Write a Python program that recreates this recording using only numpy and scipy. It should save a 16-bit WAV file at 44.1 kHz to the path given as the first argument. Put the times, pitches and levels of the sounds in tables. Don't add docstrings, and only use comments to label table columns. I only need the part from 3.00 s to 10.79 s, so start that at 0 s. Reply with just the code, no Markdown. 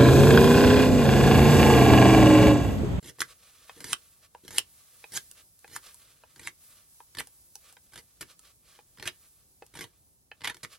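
import sys
import numpy as np
from scipy import signal
from scipy.fft import rfft, irfft, next_fast_len
from scipy.io import wavfile
from scipy.ndimage import uniform_filter1d

SR = 44100
rng = np.random.default_rng(int(sys.argv[2]) if len(sys.argv) > 2 else 0)


def to_wav(sig):
    pcm = np.clip(np.atleast_2d(sig), -1, 1) * 32767
    pcm = np.round(pcm).astype(np.int16)
    wavfile.write(sys.argv[1], SR, pcm.T)


N = 343371
TIME = np.arange(N) / SR


def from_db(db):
    return 10 ** (np.asarray(db) / 20)


def rms_one(x):
    return x / np.sqrt(np.mean(x ** 2) + 1e-20)


def in_time(rows):
    s, *columns = np.transpose(rows)
    return [np.interp(TIME, s, c) for c in columns]


def at_hz(points, hz):
    knots, *columns = np.transpose(points)
    return [np.interp(np.log(hz + 1), np.log(knots), c) for c in columns]


def colour(x, spectrum):
    size = 4096
    spectrum_db, = at_hz(spectrum, np.fft.rfftfreq(size, 1 / SR))
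    cepstrum = irfft(np.log(rms_one(from_db(spectrum_db))))
    folded = np.r_[cepstrum[0], 2 * cepstrum[1:size // 2]]
    impulse_response = irfft(np.exp(rfft(folded, size)))
    return signal.oaconvolve(x, impulse_response)[:len(x)]


def edge(x, hz, kind, order=2):
    sos = signal.butter(order, hz, kind, fs=SR, output="sos")
    return signal.sosfilt(sos, x + 1e-18)


def resonate(x, hz, width_hz):
    r = np.exp(-np.pi * width_hz / SR)
    zeros = np.array([1, 0, -1]) * (1 - r * r) / 2
    poles = [1, -2 * r * np.cos(2 * np.pi * hz / SR), r * r]
    return signal.lfilter(zeros, poles, x + 1e-18)


def chip(x, hz, width_hz):
    return resonate(resonate(x, hz, width_hz), hz, width_hz)


def drift(knots_per_s):
    knots = rng.standard_normal(N // 16)
    return rms_one(np.interp(TIME * knots_per_s, np.arange(len(knots)), knots))


def grains(per_s, spread_db):
    sizes = from_db(spread_db * np.minimum(rng.exponential(1, N), 4))
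    signs = rng.choice([-1, 1], N)
    return rms_one(sizes * signs * (rng.random(N) < per_s / SR))


def burst(t, rise_s, fall_s):
    return np.minimum(t / rise_s, 1) * np.exp(-np.maximum(t - rise_s, 0) / fall_s)


def even(x, window_s=0.004):
    power = uniform_filter1d(x ** 2, max(round(window_s * SR), 8))
    return x / np.sqrt(np.maximum(power, 1e-12))


def lasting(x, duration_s):
    return x * np.sqrt(duration_s * SR / np.sum(x ** 2))


def add(track, s, sound):
    start = max(round(s * SR), 0)
    track[start:start + len(sound)] += sound[:N - start]


# frequency in Hz, relative density in dB.
AIR_COLOUR = [(25, -14), (50, 2.5), (100, -0.5), (200, -9), (400, -14.5), (800, -17.5), (1500, -23.5),
              (3000, -22.5), (5000, -15.5), (7000, -13), (10000, -10.5), (13000, -9), (15500, -2.5)]
# time in seconds, level in dB before hiss_db.
HISS_LEVELS = [(0.0, -70.5), (1.01, -67), (1.31, -73), (2.17, -61.5), (2.51, -70), (2.9, -66),
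               (3.24, -70.5), (3.69, -66), (5.92, -70.5), (6.22, -69), (7.31, -75), (7.7, -73)]


def background(rumble_db=-72, hiss_db=11.0, waver_db=1.0, hiss_waver_db=1.56, split_hz=900):
    hiss_course_db, = in_time(HISS_LEVELS)
    low, high = (colour(noise, AIR_COLOUR) for noise in rng.standard_normal((2, N)))
    rumble = rms_one(edge(low, split_hz, "low")) * from_db(rumble_db + waver_db * drift(9.7))
    hiss_level_db = hiss_course_db + hiss_db + hiss_waver_db * drift(14)
    hiss = rms_one(edge(high, split_hz, "high")) * from_db(hiss_level_db)
    return rumble + hiss


# middle in seconds, length in seconds, level in dB before cloth_db.
SLEEVE_SWISHES = [(.305, 0.039, -51), (.468, 0.069, -59), (.673, 0.49, -60.5), (1.06, 0.27, -66.5),
                  (1.244, 0.027, -54.5), (1.95, 0.41, -64), (2.385, 0.045, -54.5), (2.869, 0.063, -52),
                  (3.057, 0.16, -60.5), (3.29, 0.29, -68.5), (3.74, 0.16, -61.5), (4.68, 0.098, -59),
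                  (5.307, 0.043, -54), (5.468, 0.065, -56.5), (5.724, 0.11, -59.5), (6.246, 0.044, -60.5),
                  (6.39, 0.097, -71), (7.735, 0.04, -50)]
# frequency in Hz, relative density in dB.
CLOTH_COLOUR = [(100, -7.5), (250, -13.5), (550, 2), (800, -5), (930, -11), (1150, 6), (1600, -0.5),
                (3800, 2.5), (6000, -1), (9000, -3.5), (16000, -4.5)]
PUSH_LEAD_S, PUSH_LENGTH_S, PUSH_DB = 0.028, 0.13, -72
FOLLOW_S, FOLLOW_LENGTH_S, FOLLOW_DB = 0.1, 0.09, -72


def sleeve(cloth_db=-1.0, flutter_db=2.0):
    pushes = [(start - PUSH_LEAD_S, PUSH_LENGTH_S, PUSH_DB) for start, *_ in STROKE_ROWS]
    swings = [(start + length + FOLLOW_S, FOLLOW_LENGTH_S, FOLLOW_DB) for start, length, *_ in STROKE_ROWS]
    power = np.zeros(N)
    for s, length, db in [*SLEEVE_SWISHES, *pushes, *swings]:
        power += from_db(2 * db) * np.exp(-np.minimum((2 * (TIME - s) / length) ** 2, 20))
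    rubbing = grains(per_s=22000, spread_db=3.0) * from_db(cloth_db + flutter_db * drift(90))
    return colour(rubbing * np.sqrt(power), CLOTH_COLOUR)


# start in seconds, length in seconds, final level in dB,
# climb to it in dB, edge hiss re level in dB, judder of the hands in dB.
STROKE_ROWS = [(0.025, 0.072, -51, 10.5, 4.5, -51), (0.179, 0.037, -40.5, 29, 8, -49.5),
               (0.758, .17, -45, 23.5, 6.5, -52.5), (1.433, .157, -43, 27.5, 6, -53.5),
               (2.118, 0.051, -40.5, 18, 9.5, -54), (2.678, 0.087, -46.5, 29, 6, -59.5),
               (3.362, 0.12, -49.5, 20.5, 3.5, -58.5), (4.179, 0.02, -38, 7, 1, -50),
               (4.92, 0.071, -52.5, 7, 1, -61), (5.208, 0.0056, -42.5, -2, 5, -48),
               (5.971, 0.11, -36.5, 35.5, -4, -51.5), (6.736, 0.099, -43.5, 11, -1, -51),
               (7.435, 0.067, -38, -1.5, -8.5, -55.5), (7.63, 0.0078, -44.5, 0.5, 3, -49.5)]
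BITE_S, RELEASE_DB_PER_S = 0.005, 900
CLIMB_BEND = 0.85
TAIL_DB, TAIL_DB_PER_S = -19, 258.5
JUDDER_FOLLOWS, JUDDER_RELEASE_DB_PER_S = 0.19, 399.5
CATCH_S, CATCH_DB, CATCH_JITTER = 0.018, 11.5, 0.12


def strokes():
    wood, bright, judder = np.zeros((3, N))
    t = TIME[:SR // 2]
    for start, length, db, climb_db, edge_db, judder_db in STROKE_ROWS:
        to_go = np.maximum(1 - t / length, 0) ** CLIMB_BEND
        after_s = np.maximum(t - length, 0)
        catches = t / CATCH_S + CATCH_JITTER * drift(40)[:len(t)]
        catching_db = CATCH_DB * to_go * (0.5 - catches % 1)
        bite = np.minimum(t / BITE_S, 1)
        release_db = np.maximum(-RELEASE_DB_PER_S * after_s, TAIL_DB - TAIL_DB_PER_S * after_s)
        rasp = bite * from_db(db - climb_db * to_go + catching_db + release_db)
        hands_db = judder_db - JUDDER_FOLLOWS * climb_db * to_go
        hands_db = hands_db + catching_db - JUDDER_RELEASE_DB_PER_S * after_s
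        add(wood, start, rasp)
        add(bright, start, rasp * from_db(edge_db))
        add(judder, start, bite * from_db(hands_db))
    return np.array([wood, bright, judder])


# frequency in Hz, relative density in dB.
FIBRE_COLOUR = [(400, -9.5), (640, -17.5), (1000, -8), (1250, -11), (1700, -4), (2150, -2), (2600, -13.5),
                (3000, -5.5), (3600, -6.5), (4500, -5.5), (8500, -5.5), (11500, -5.5), (13500, -9.5),
                (16000, -4.5)]


def fractures(patchy_db=3.0, sharpness=8.4, spread_db=2.5, widest_hz=450, count=44):
    cracks = grains(per_s=9000, spread_db=spread_db)
    pitches_hz = np.linspace(np.sqrt(600), np.sqrt(14000), count) ** 2
    rings = np.zeros(N)
    for k, hz in enumerate(pitches_hz):
        ring = resonate(cracks, hz, min(hz / sharpness, widest_hz))
        rings += (-1) ** k * ring * from_db(patchy_db * drift(60))
    return colour(rings, FIBRE_COLOUR)


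# frequency in Hz, relative density in dB.
JUDDER_COLOUR = [(40, -14.5), (90, -1.5), (130, -1), (200, -6.5), (320, -3.5), (450, -3.5), (700, -27),
                 (2000, -49.5)]


def shaving(curl_db=-5.5, curl_width_hz=900, ragged_db=0.75, split_hz=3700):
    wood, bright, judder = np.hypot(strokes() * sticking() * tearing(), slips())
    crackle = fractures()
    body = rms_one(edge(crackle, split_hz, "low", order=4))
    splitting = grains(per_s=5500, spread_db=1.5)
    for s, _, hz, *_ in SNAP_ROWS:
        share = from_db(curl_db) * np.exp(-np.minimum(((TIME - s) / 0.023) ** 2, 20))
        body += share * rms_one(chip(splitting, hz, curl_width_hz))
    body = even(body) * wood
    rasp = even(edge(crackle, split_hz, "high", order=4)) * bright
    hands = even(colour(grains(per_s=1000, spread_db=3.0), JUDDER_COLOUR), window_s=0.025)
    bundles = from_db(ragged_db * drift(450))
    return (body + rasp) * bundles + hands * judder


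# mode in Hz, width in Hz, level in dB; varied per touch.
STICK_MODES = [(457, 89, -2), (781, 100, 0), (1010, 53, -2), (1353, 24, -2), (1693, 210, -8),
               (2540, 38, -2.5), (3170, 63, -9), (3900, 99, -18), (4680, 210, -18.5)]


def stick(x, vary_db=4.5, shift=0.039):
    touch_db = rng.normal(0, vary_db, len(STICK_MODES))
    grip = np.exp(shift * rng.standard_normal(len(STICK_MODES)))
    out = np.zeros(len(x))
    for k, (hz, width_hz, db) in enumerate(STICK_MODES):
        out += (-1) ** k * from_db(db + touch_db[k]) * resonate(x, hz * grip[k], width_hz)
    return out


# time in seconds (sounds 1.9 ms later), level in dB before the part gains,
# hardness re level in dB, pitch of the main mode in Hz.
TAP_ROWS = [(0.184, -45, -6, 1060), (0.693, -36.5, -0.5, 1070), (1.347, -37.5, -27, 914),
            (2.039, -33.5, -1.5, 764), (2.643, -36.5, -18.5, 770), (3.235, -36, -36.5, 765),
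            (4.002, -41.5, -18.5, 920), (4.766, -50, 6.5, 786), (5.788, -43.5, -19.5, 837),
            (6.621, -34, -12.5, 770), (7.313, -36, 4, 791)]


def taps(wood_db=-5.5, main_db=-9.5, main_width_hz=170, settle_db=-31.5, settle_s=0.0037, grip_s=0.011):
    out, t = np.zeros(N), TIME[:SR // 12]
    damping = np.exp(-t / grip_s)
    for (s, db, hard_db, hz), noise in zip(TAP_ROWS, rng.standard_normal((len(TAP_ROWS), len(t)))):
        grating = noise * np.exp(-t / settle_s)
        contact = (t == 0) + from_db(settle_db) * grating
        knock = from_db(wood_db) * lasting(stick(contact, vary_db=4.0) * damping, 0.0023)
        main = from_db(main_db) * lasting(chip(contact, hz, main_width_hz) * damping, 0.0046)
        scrape = edge(stick(grating) * damping, 1400, "high", order=4)
        bite = from_db(hard_db) * lasting(scrape, 0.0007)
        add(out, s + 0.0019, from_db(db) * (knock + main + bite))
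    return out


# time in seconds, level in dB before the part gains.
SLIP_ROWS = [(.192, -40), (0.206, -30.5), (.804, -37.5), (0.842, -31), (1.479, -36.5), (1.506, -38),
             (2.677, -48), (3.36, -45.5), (3.394, -38), (4.149, -37), (4.17, -33), (4.185, -25.5),
             (4.934, -44.5), (4.957, -37), (4.976, -38), (5.973, -46.5), (5.984, -45), (5.997, -35.5),
             (6.025, -30), (6.055, -31), (6.752, -40), (6.789, -32.5), (6.808, -31), (6.84, -34.5),
             (7.407, -41.5), (7.417, -38), (7.444, -24.5), (7.473, -20.5), (7.497, -25.5), (7.544, -40),
             (7.567, -44.5)]


def slips(wood_db=-6.5, edge_db=-10.0, jolt_db=-17.0, jolt_top_db=-48.0, fall_s=0.0036, jolt_s=0.01):
    wood, bright, jolts = np.zeros((3, N))
    t = TIME[:SR // 15]
    for s, db in SLIP_ROWS:
        *_, hiss_db, _ = min(STROKE_ROWS, key=lambda stroke: abs(stroke[0] - s))
        flurry = from_db(db) * burst(t, 0.0015, fall_s)
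        add(wood, s, flurry * from_db(wood_db))
        add(bright, s, flurry * from_db(hiss_db + edge_db))
        add(jolts, s, from_db(min(db + jolt_db, jolt_top_db)) * burst(t, 0.0055, jolt_s))
    return np.array([wood, bright, jolts])


def sticking(stick_s=0.014, depth_db=8.5):
    stuck, ramp = np.zeros(N), np.linspace(0, 1, max(round(stick_s * SR), 2))
    for s, _ in SLIP_ROWS:
        add(stuck, s - stick_s, np.sqrt(ramp))
    return from_db(-depth_db * np.minimum(stuck, 1))


# time in seconds, level in dB before the part gains, chip pitch in Hz,
# crack re level in dB, stick's knock re level in dB before knock_db.
SNAP_ROWS = [(0.204, -14.5, 5110, -9, -21), (0.217, -9, 1550, -20.5, -18), (0.93, -7, 2844, -12, -18),
             (1.582, -3, 2720, -8, -35.5), (2.173, -19.5, 1705, -4.5, -28.5),
             (2.762, -21.5, 1440, -10, -13), (3.472, -13.5, 2070, -19.5, -27.5),
             (4.204, -22, 2540, -24, -12), (5.227, -28, 2040, -32, -17.5), (6.075, -13, 2344, -14.5, -25),
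             (7.445, -19, 2102, -19, -20.5), (7.475, -18, 2920, -11.5, -38), (7.647, -22.5, 2033, -22, -15)]
# frequency in Hz, relative density in dB.
CRACK_COLOUR = [(200, -23.5), (700, -17.5), (1200, -15.5), (3000, -2.5), (5000, -4.5), (9000, 0.5),
                (11500, -6), (13500, -11.5), (16000, -9)]


def snaps(chip_db=-6.0, knock_db=-0.5, tail_db=-14.5, chip_width_hz=900,
          rise_s=0.002, fall_s=0.00062, tail_s=0.0032):
    wood, cracks, t = np.zeros(N), np.zeros(N), TIME[:SR // 20]
    tear = burst(t, rise_s, fall_s) + from_db(tail_db) * burst(t, rise_s, tail_s)
    noises = rng.standard_normal((len(SNAP_ROWS), 3, len(t)))
    for (s, db, hz, crack_db, stick_db), noise in zip(SNAP_ROWS, noises):
        ringing = from_db(chip_db) * lasting(chip(noise[0] * tear, hz, chip_width_hz), 0.00042)
        recoil = from_db(stick_db + knock_db) * lasting(chip(noise[1] * tear, 1100, 800), 0.002)
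        add(wood, s, from_db(db) * (ringing + recoil))
        add(cracks, s, from_db(db + crack_db) * noise[2] * tear)
    return wood + colour(cracks, CRACK_COLOUR)


def tearing(surge_s=0.0056, surge_db=4):
    surge, ramp = np.zeros(N), np.linspace(0, 1, max(round(surge_s * SR), 2))
    for s, *_ in SNAP_ROWS:
        add(surge, s - surge_s, np.r_[ramp, ramp[::-1]])
    return from_db(surge_db * np.minimum(surge, 1))


# time in seconds, level in dB before tick_db, pitch in Hz.
TICK_ROWS = [(2.3131, -34, 9700), (2.591, -49, 8630), (2.9436, -40.5, 8760), (4.2714, -41, 8680),
             (4.555, -33, 6160), (4.7253, -45.5, 9250), (5.3926, -41.5, 9100), (6.6646, -48.5, 8460)]


def ticks(tick_db=3.0, fall_s=0.00086, tail_db=-6.5, tail_s=0.0023, width_hz=9000, wood_db=-3.5):
    out, t = np.zeros(N), TIME[:SR // 40]
    shape = burst(t, 0.00014, fall_s) + from_db(tail_db) * burst(t, 0.0012, tail_s)
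    for (s, db, hz), noise in zip(TICK_ROWS, rng.standard_normal((len(TICK_ROWS), len(t)))):
        click = from_db(db + tick_db) * shape * noise
        add(out, s, resonate(click, hz, width_hz) + from_db(wood_db) * stick(click))
    return out


# delay left in seconds, delay right in seconds, level in dB before the low-pass.
NEAR_REFLECTIONS = [(.0011, 0.0012, -21.5), (.0033, 0.0033, -21.5), (.0062, 0.0086, -10.5)]


def shelter(x, wet_db=-16.0, t60_s=0.11, wall_hz=5000, gap_s=0.0042):
    t = TIME[:SR // 4]
    echoes = edge(rng.standard_normal((2, len(t))), wall_hz, "low", order=1)
    echoes *= from_db(-60 * t / t60_s) * (t > gap_s)
    echoes *= from_db(wet_db) / np.sqrt(np.sum(echoes ** 2, axis=1, keepdims=True))
    near = np.zeros_like(echoes)
    for left_s, right_s, db in NEAR_REFLECTIONS:
        near[[0, 1], [round(left_s * SR), round(right_s * SR)]] += from_db(db)
    response = echoes + edge(near, 7000, "low", order=1)
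    return signal.oaconvolve(x[None], response, axes=1)[:, :N]


def scene(diffuse_db=1.0):
    carving = sleeve() + shaving() + taps() + snaps() + ticks()
    around = from_db(diffuse_db) * edge(edge(background(), 6610, "low"), 250, "high", order=1)
    return carving + shelter(carving) + background() + around * np.array([[1], [-1]])


# frequency in Hz, lead of the left in radians, left minus right in dB.
PORT_DIFFERENCES = [(300, -0.3, -0.8), (1000, -0.1, 1.9), (2000, -0.2, -1.0), (3000, -0.3, -3.2),
                    (4000, -0.2, -1.9), (5200, -1.1, -3.9), (7200, -1.4, -2.2), (9000, -0.3, 0.2),
                    (11000, 0.6, -0.1), (12500, 2.0, -0.1), (14000, 3.1, -0.1), (15800, 3.5, -0.4)]
CUTOFF_HZ = 16200


def record(dry):
    size = next_fast_len(N + SR // 10)
    lead_rad, balance_db = at_hz(PORT_DIFFERENCES, np.fft.rfftfreq(size, 1 / SR))
    sides = np.array([[1], [-1]]) / 2
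    turn = from_db(sides * balance_db) * np.exp(1j * sides * lead_rad)
    heard = irfft(rfft(dry, size) * turn, size)[:, :N]
    rounded = np.tanh(edge(heard, 27, "high"))
    return signal.sosfilt(signal.ellip(10, 0.1, 80, CUTOFF_HZ, fs=SR, output="sos"), rounded)


dry = scene()
out = record(dry)
to_wav(out)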